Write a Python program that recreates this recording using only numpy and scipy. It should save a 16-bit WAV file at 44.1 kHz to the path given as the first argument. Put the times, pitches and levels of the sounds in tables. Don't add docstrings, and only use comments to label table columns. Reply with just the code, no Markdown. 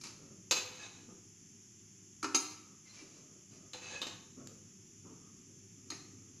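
import sys
import numpy as np
from scipy import signal
from scipy.fft import rfft, irfft
from scipy.io import wavfile

SR = 44100
rng = np.random.default_rng(int(sys.argv[2]) if len(sys.argv) > 2 else 0)


def put_to_file(sound):
    columns = np.atleast_2d(sound).T
    safe = np.clip(columns, -1, 1)
    whole_steps = np.round(safe * 32767)
    wavfile.write(sys.argv[1], SR, whole_steps.astype(np.int16))


N = 282240
TIME = np.arange(N) / SR

# time_s, level_db
RUMBLE_LEVEL = [(0.0, -61), (0.5, -62), (1.34, -64), (2.51, -65), (3.3, -67), (4.24, -62), (6.4, -61.5)]
# frequency_hz, level_db
RUMBLE_COLOUR = [(20, -18.5), (45, -16), (80, -11), (100, 3), (130, -1), (190, 3), (270, -4.5), (390, -5),
                 (470, -23.5), (600, -32), (1500, -49.5)]
HISS_COLOUR = [(300, -74), (700, -19.5), (1500, -18.5), (2600, -12.5), (3450, -14), (3950, -26),
               (4600, -16), (5200, -10), (5550, -3), (6600, 2), (7550, -4.5), (7950, -33.5), (10500, -15.5),
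               (13000, -34)]
# start_s, ring_db, clack_db, tilt_db_per_octave, favoured_hz, boost_db
PLATE_HITS = [(0.012, -47.5, -49, 2, 5430, 3), (0.0366, -45.5, -41.5, 1.5, 5130, 1),
              (0.069, -54, -50, 5, 4540, 11), (2.2283, -36, -36, -1, 1300, 13),
              (2.243, -40, -30.5, -5, 1240, 4.5), (2.3453, -31, -30.5, -3.5, 4900, -6),
              (2.3472, -21.5, -27.5, -0.5, 6550, 5.5), (2.359, -34.5, -37, 8, 2720, 2),
              (5.902, -37.5, -42.5, 0.5, 3930, 7), (5.919, -55, -44, -6.5, 2040, 12)]
PAN_HITS = [(0.5099, -21, -24.5, 1, 5700, 0.5), (0.519, -28.5, -27, -1.5, 4170, 7),
            (0.563, -31.5, -47, 0.5, 2600, 6), (0.572, -31.5, -40, 0, 6600, -4),
            (3.733, -40, -46, 0, 3800, 7), (3.746, -53, -48, -8.5, 3500, -9),
            (4.0164, -45, -33.5, -1, 3560, 13), (4.026, -41.5, -40.5, -4.5, 3620, 2),
            (4.068, -45.5, -38, -3.5, 3640, 3)]
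# pitch_hz, level_db, t60_s
PLATE_MODES = [(775, -19, .12), (945, -10, .08), (1184, -10, .11), (1308, -5, .08), (1803, -19, .1),
               (2070, -16, .1), (2365, -12, .13), (2560, -14, .08), (3068, -17, .1), (3795, -12.5, .11),
               (4167, -8, .11), (4258, -8, .12), (4900, -3, .09), (4942, -6, .1), (5545, -8, .1),
               (5943, -12, .1), (6220, -8, .09), (6391, -4, .16), (6490, -1.5, .16), (6620, -6, .16),
               (6685, -7, .15), (7590, -11, .1), (8900, -22, .08), (9430, -23, .08), (10400, -13, .09),
               (11450, -23, .1), (12900, -23, .08)]
PAN_MODES = [(506, -12, .25), (899, -11, .16), (1066, -15, .12), (1254, -11, .1), (1700, -15, .12),
             (1960, -17, .1), (2300, -12, .08), (2570, -5.5, .14), (2620, -9, .08), (2767, -12, .1),
             (3000, -14, .1), (3220, -16, .1), (3535, -7, .14), (3750, -13, .08), (3962, -9, .09),
             (4097, -2, .11), (4185, -8, .07), (4640, -8, .1), (4715, -6, .12), (4950, -12, .08),
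             (5250, -12, .08), (5600, -10, .05), (6383, -3, .1), (6485, -1, .12), (6595, -2, .09),
             (6684, -4, .11), (7235, -7, .1), (7400, -6, .07), (10500, -18, .08)]
# frequency_hz, level_db
PLATE_CLACK = [(100, -31), (300, 7.5), (600, -10.5), (1100, 0), (1900, -2), (2700, 5), (3350, -6.5),
               (4100, 1.5), (5500, 6.5), (6500, 4), (7600, 0), (8300, -12.5), (10300, -8), (13000, -25)]
PAN_CLACK = [(100, -36), (300, 6.5), (650, -4), (1050, 3.5), (2000, -1), (3050, 8.5), (3300, -9),
             (3650, 5.5), (4400, 1.5), (5000, 5), (6300, 3.5), (7500, 7), (8100, -11.5), (13000, -11.5)]
# start_s, length_s, end_level_db
PLATE_STROKES = [(.04, 0.022, -49), (2.46, 0.065, -55.5), (2.85, 0.15, -56), (3.06, 0.12, -64.5),
                 (3.5, 0.058, -64), (5.92, 0.018, -52), (6.24, .15, -76)]
PAN_STROKES = [(.555, .02, -39.5), (.67, 0.18, -48), (.93, 0.087, -61), (3.735, 0.011, -46),
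               (3.81, 0.14, -44.5), (4.0, .11, -51.5)]
# start_s, level_db
KNOCKS = [(2.231, -35), (2.276, -42), (2.349, -35), (3.005, -49.5), (5.905, -44.5)]
# pitch_hz, level_db, t60_s
KNOCK_MODES = [(271, -3.5, 0.25), (307, 7, 0.21), (393.3, -5.5, 0.21)]
# start_s, length_s, level_db, favoured_hz
RUBS = [(0.016, 0.18, -67, 600), (0.189, 0.15, -60, 594), (.95, 0.08, -63, 316), (1.071, 0.024, -53, 850),
        (2.6, 0.13, -65, 1220), (2.954, 0.41, -65, 612), (3.5, 0.17, -62, 636), (4.36, 0.072, -52.5, 607),
        (4.485, 0.019, -61, 540), (4.59, 0.11, -70, 174), (5.039, 0.078, -55.5, 930),
        (5.192, 0.18, -72, 1120), (5.485, 0.077, -73.5, 530), (5.766, 1, -66, 280)]
# frequency_hz, level_db
RUB_COLOUR = [(80, -7.5), (150, 9), (320, 7.5), (450, 1.5), (600, -13.5), (950, -20.5), (1250, -4.5),
              (1600, -22.5), (3000, -33), (6000, -60)]
# start_s, length_s, pitch_hz, level_db
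SQUEAKS = [(.77, .1, 1700, -59), (.78, .1, 2590, -56), (.82, .04, 3750, -57), (2.85, .045, 2070, -60),
           (2.875, .06, 4170, -64), (2.94, .1, 2330, -65), (3.74, .28, 2590, -54), (3.92, .08, 2570, -49),
           (3.88, .13, 1700, -55), (3.87, .14, 515, -56), (3.915, .04, 6620, -52)]
# band_hz, t60_s
KITCHEN_T60 = [(150, 0.4), (500, 0.59), (1500, 0.65), (4000, 0.56), (7000, 0.41), (13000, 0.58)]


def from_db(db):
    return 10 ** (np.asarray(db) / 20)


def rms_one(x):
    return x / np.sqrt(np.mean(x ** 2) + 1e-20)


def at_hz(points, hz):
    points = np.array(points)
    return np.interp(np.log(np.maximum(hz, 1)), np.log(points[:, 0]), points[:, 1])


def add(track, start_s, sound):
    start = max(round(start_s * SR), 0)
    track[start:start + len(sound)] += sound[:N - start]


def contact_eq(hz, tilt_db_per_octave=0, favoured_hz=1, boost_db=0, width_octaves=.17):
    tilt_db = tilt_db_per_octave * np.log2(np.clip(hz, 700, 14000) / 4000)
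    octaves_off = np.log2(np.maximum(hz, 1) / favoured_hz)
    bell = np.exp(-.5 * (octaves_off / width_octaves) ** 2)
    return from_db(tilt_db + boost_db * bell)


def coloured(x, colour, *contact):
    hz = np.arange(len(x) // 2 + 1) * SR / len(x)
    eq = from_db(at_hz(colour, hz)) * contact_eq(hz, *contact)
    return rms_one(irfft(rfft(x) * eq, len(x)))


def room_tone(trim_db=1, hum_db=-72, hum_hz=102.3):
    drift = from_db(trim_db + np.interp(TIME, *np.transpose(RUMBLE_LEVEL)))
    rumble = drift * coloured(rng.standard_normal(N), RUMBLE_COLOUR)
    hum = from_db(hum_db) * np.sqrt(2) * np.sin(2 * np.pi * hum_hz * TIME)
    return rumble + hum


def hiss():
    return from_db(-60.5) * coloured(rng.standard_normal(N), HISS_COLOUR)


def swell(rise_s):
    return 1 - np.exp(-TIME[:SR // 2] / rise_s)


def ringing(modes, *contact, detune=0.00426):
    hz, db, t60 = np.transpose(modes)
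    strength = from_db(db + rng.standard_normal(len(hz))) * contact_eq(hz, *contact)
    twin_hz = hz * (1 + detune * rng.standard_normal(len(hz)))
    polarity = rng.choice([-1, 1], len(hz))
    t = TIME[:SR // 2, None]
    pairs = .8 * np.sin(2 * np.pi * hz * t) + .6 * np.cos(2 * np.pi * twin_hz * t)
    return (from_db(-60 * t / t60) * pairs) @ (strength * polarity)


def clack(colour, contact, t60_s):
    decay = from_db(-60 * TIME[:SR // 2] / t60_s)
    return decay * coloured(rng.standard_normal(SR // 2), colour, *contact)


def blows(hits, modes, colour, ring_trim_db, clack_t60_s, rise_s):
    out = np.zeros(N)
    for start_s, ring_db, clack_db, *contact in hits:
        ring = from_db(ring_db + ring_trim_db) * ringing(modes, *contact)
        burst = from_db(clack_db) * clack(colour, contact, clack_t60_s)
        add(out, start_s, swell(rise_s) * (ring + burst))
    return out


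def stroke(start_s, length_s, attack_s, hold_db_per_s, release_db_per_s):
    past_end = TIME - start_s - length_s
    attack = np.clip((TIME - start_s) / attack_s, 0, 1)
    hold_db = hold_db_per_s * np.clip(past_end, -length_s, 0)
    release_db = release_db_per_s * np.clip(past_end, 0, 1)
    return attack * from_db(hold_db - release_db)


def scrape(strokes, modes, colour, ring_db, grit_db, slips_per_s=5000, slip_spread_db=2.5):
    sizes = from_db(slip_spread_db * np.minimum(rng.exponential(1, N), 4))
    slips = (rng.random(N) < slips_per_s / SR) * rng.choice([-1, 1], N) * sizes
    ring = np.zeros(N)
    for hz, db, t60 in modes:
        pressed_t60 = 0.29 * t60
        radius, angle = from_db(-60 / (pressed_t60 * SR)), 2 * np.pi * hz / SR
        feedback = [1, -2 * radius * np.cos(angle), radius ** 2]
        ring += from_db(db) * signal.lfilter([0, np.sin(angle)], feedback, slips)
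    pressure = np.zeros(N)
    for start_s, length_s, db in strokes:
        push = stroke(start_s, length_s, attack_s=0.011, hold_db_per_s=61, release_db_per_s=192)
        pressure += from_db(db) * push
    return pressure * (from_db(ring_db) * rms_one(ring) + from_db(grit_db) * coloured(slips, colour))


def plate():
    out = scrape(PLATE_STROKES, PLATE_MODES, PLATE_CLACK, ring_db=-10.5, grit_db=-2)
    for start_s, db in KNOCKS:
        add(out, start_s, from_db(db) * swell(rise_s=0.016) * ringing(KNOCK_MODES))
    clinks = blows(PLATE_HITS, PLATE_MODES, PLATE_CLACK,
                   ring_trim_db=-6.5, clack_t60_s=0.07, rise_s=0.00051)
    return out + clinks


def handling(lumps_per_s=1200, boost_db=10.5):
    lumps = (rng.random(N) < lumps_per_s / SR) * rng.uniform(-1.13, 1, N)
    out = np.zeros(N)
    for start_s, length_s, db, favoured_hz in RUBS:
        envelope = stroke(start_s, length_s, attack_s=0.017, hold_db_per_s=-2, release_db_per_s=183)
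        out += from_db(db) * envelope * coloured(lumps, RUB_COLOUR, 0, favoured_hz, boost_db)
    return out


def pan():
    slide = scrape(PAN_STROKES, PAN_MODES, PAN_CLACK, ring_db=-5, grit_db=-8)
    clacks = blows(PAN_HITS, PAN_MODES, PAN_CLACK, ring_trim_db=-9, clack_t60_s=0.082, rise_s=0.00026)
    return slide + clacks


def squeaks(width_hz=85):
    out = np.zeros(N)
    for start_s, length_s, hz, db in SQUEAKS:
        band = signal.butter(2, [hz - width_hz / 2, hz + width_hz / 2], "band", fs=SR, output="sos")
        arch = np.hanning(round(length_s * SR))
        tone = signal.sosfilt(band, rng.standard_normal(SR))[-len(arch):]
        add(out, start_s, from_db(db) * arch * rms_one(tone))
    return out


def tick(start_s=4.4722):
    out = np.zeros(N)
    contact = (2, 6000, 3)  # tilt_db_per_octave, favoured_hz, boost_db
    add(out, start_s, from_db(-39.5) * clack(PAN_CLACK, contact, t60_s=0.013))
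    return out


def kitchen(x, predelay_s=0.0034):
    t, hz = TIME[:SR], np.arange(SR // 2 + 1)
    white = rfft(rng.standard_normal(SR))
    tail = np.zeros(SR)
    for band_hz, t60 in KITCHEN_T60:
        band = at_hz([(f, float(f == band_hz)) for f, _ in KITCHEN_T60], hz)
        tail += irfft(white * band, SR) * from_db(-60 * t / t60)
    tail *= np.clip(t / predelay_s - 1, 0, 1)
    return signal.fftconvolve(x, tail / np.sqrt(np.sum(tail ** 2)))[:N]


def scene(direct_db=-0.5, reverb_db=-4.5, side_db=-14):
    foley = pan() + plate() + squeaks() + handling() + tick()
    bed = room_tone()
    mid = from_db(direct_db) * foley + from_db(reverb_db) * kitchen(foley) + bed + hiss()
    highpass = signal.ellip(8, .5, 70, 4600, "high", fs=SR, output="sos")
    side = from_db(side_db) * signal.sosfilt(highpass, kitchen(foley) + hiss())
    return np.array([mid + side, mid - side])


def record(dry):
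    cutoff_hz = 13200
    return signal.sosfilt(signal.ellip(10, .2, 70, cutoff_hz, fs=SR, output="sos"), dry)


dry = scene()
out = record(dry)
put_to_file(out)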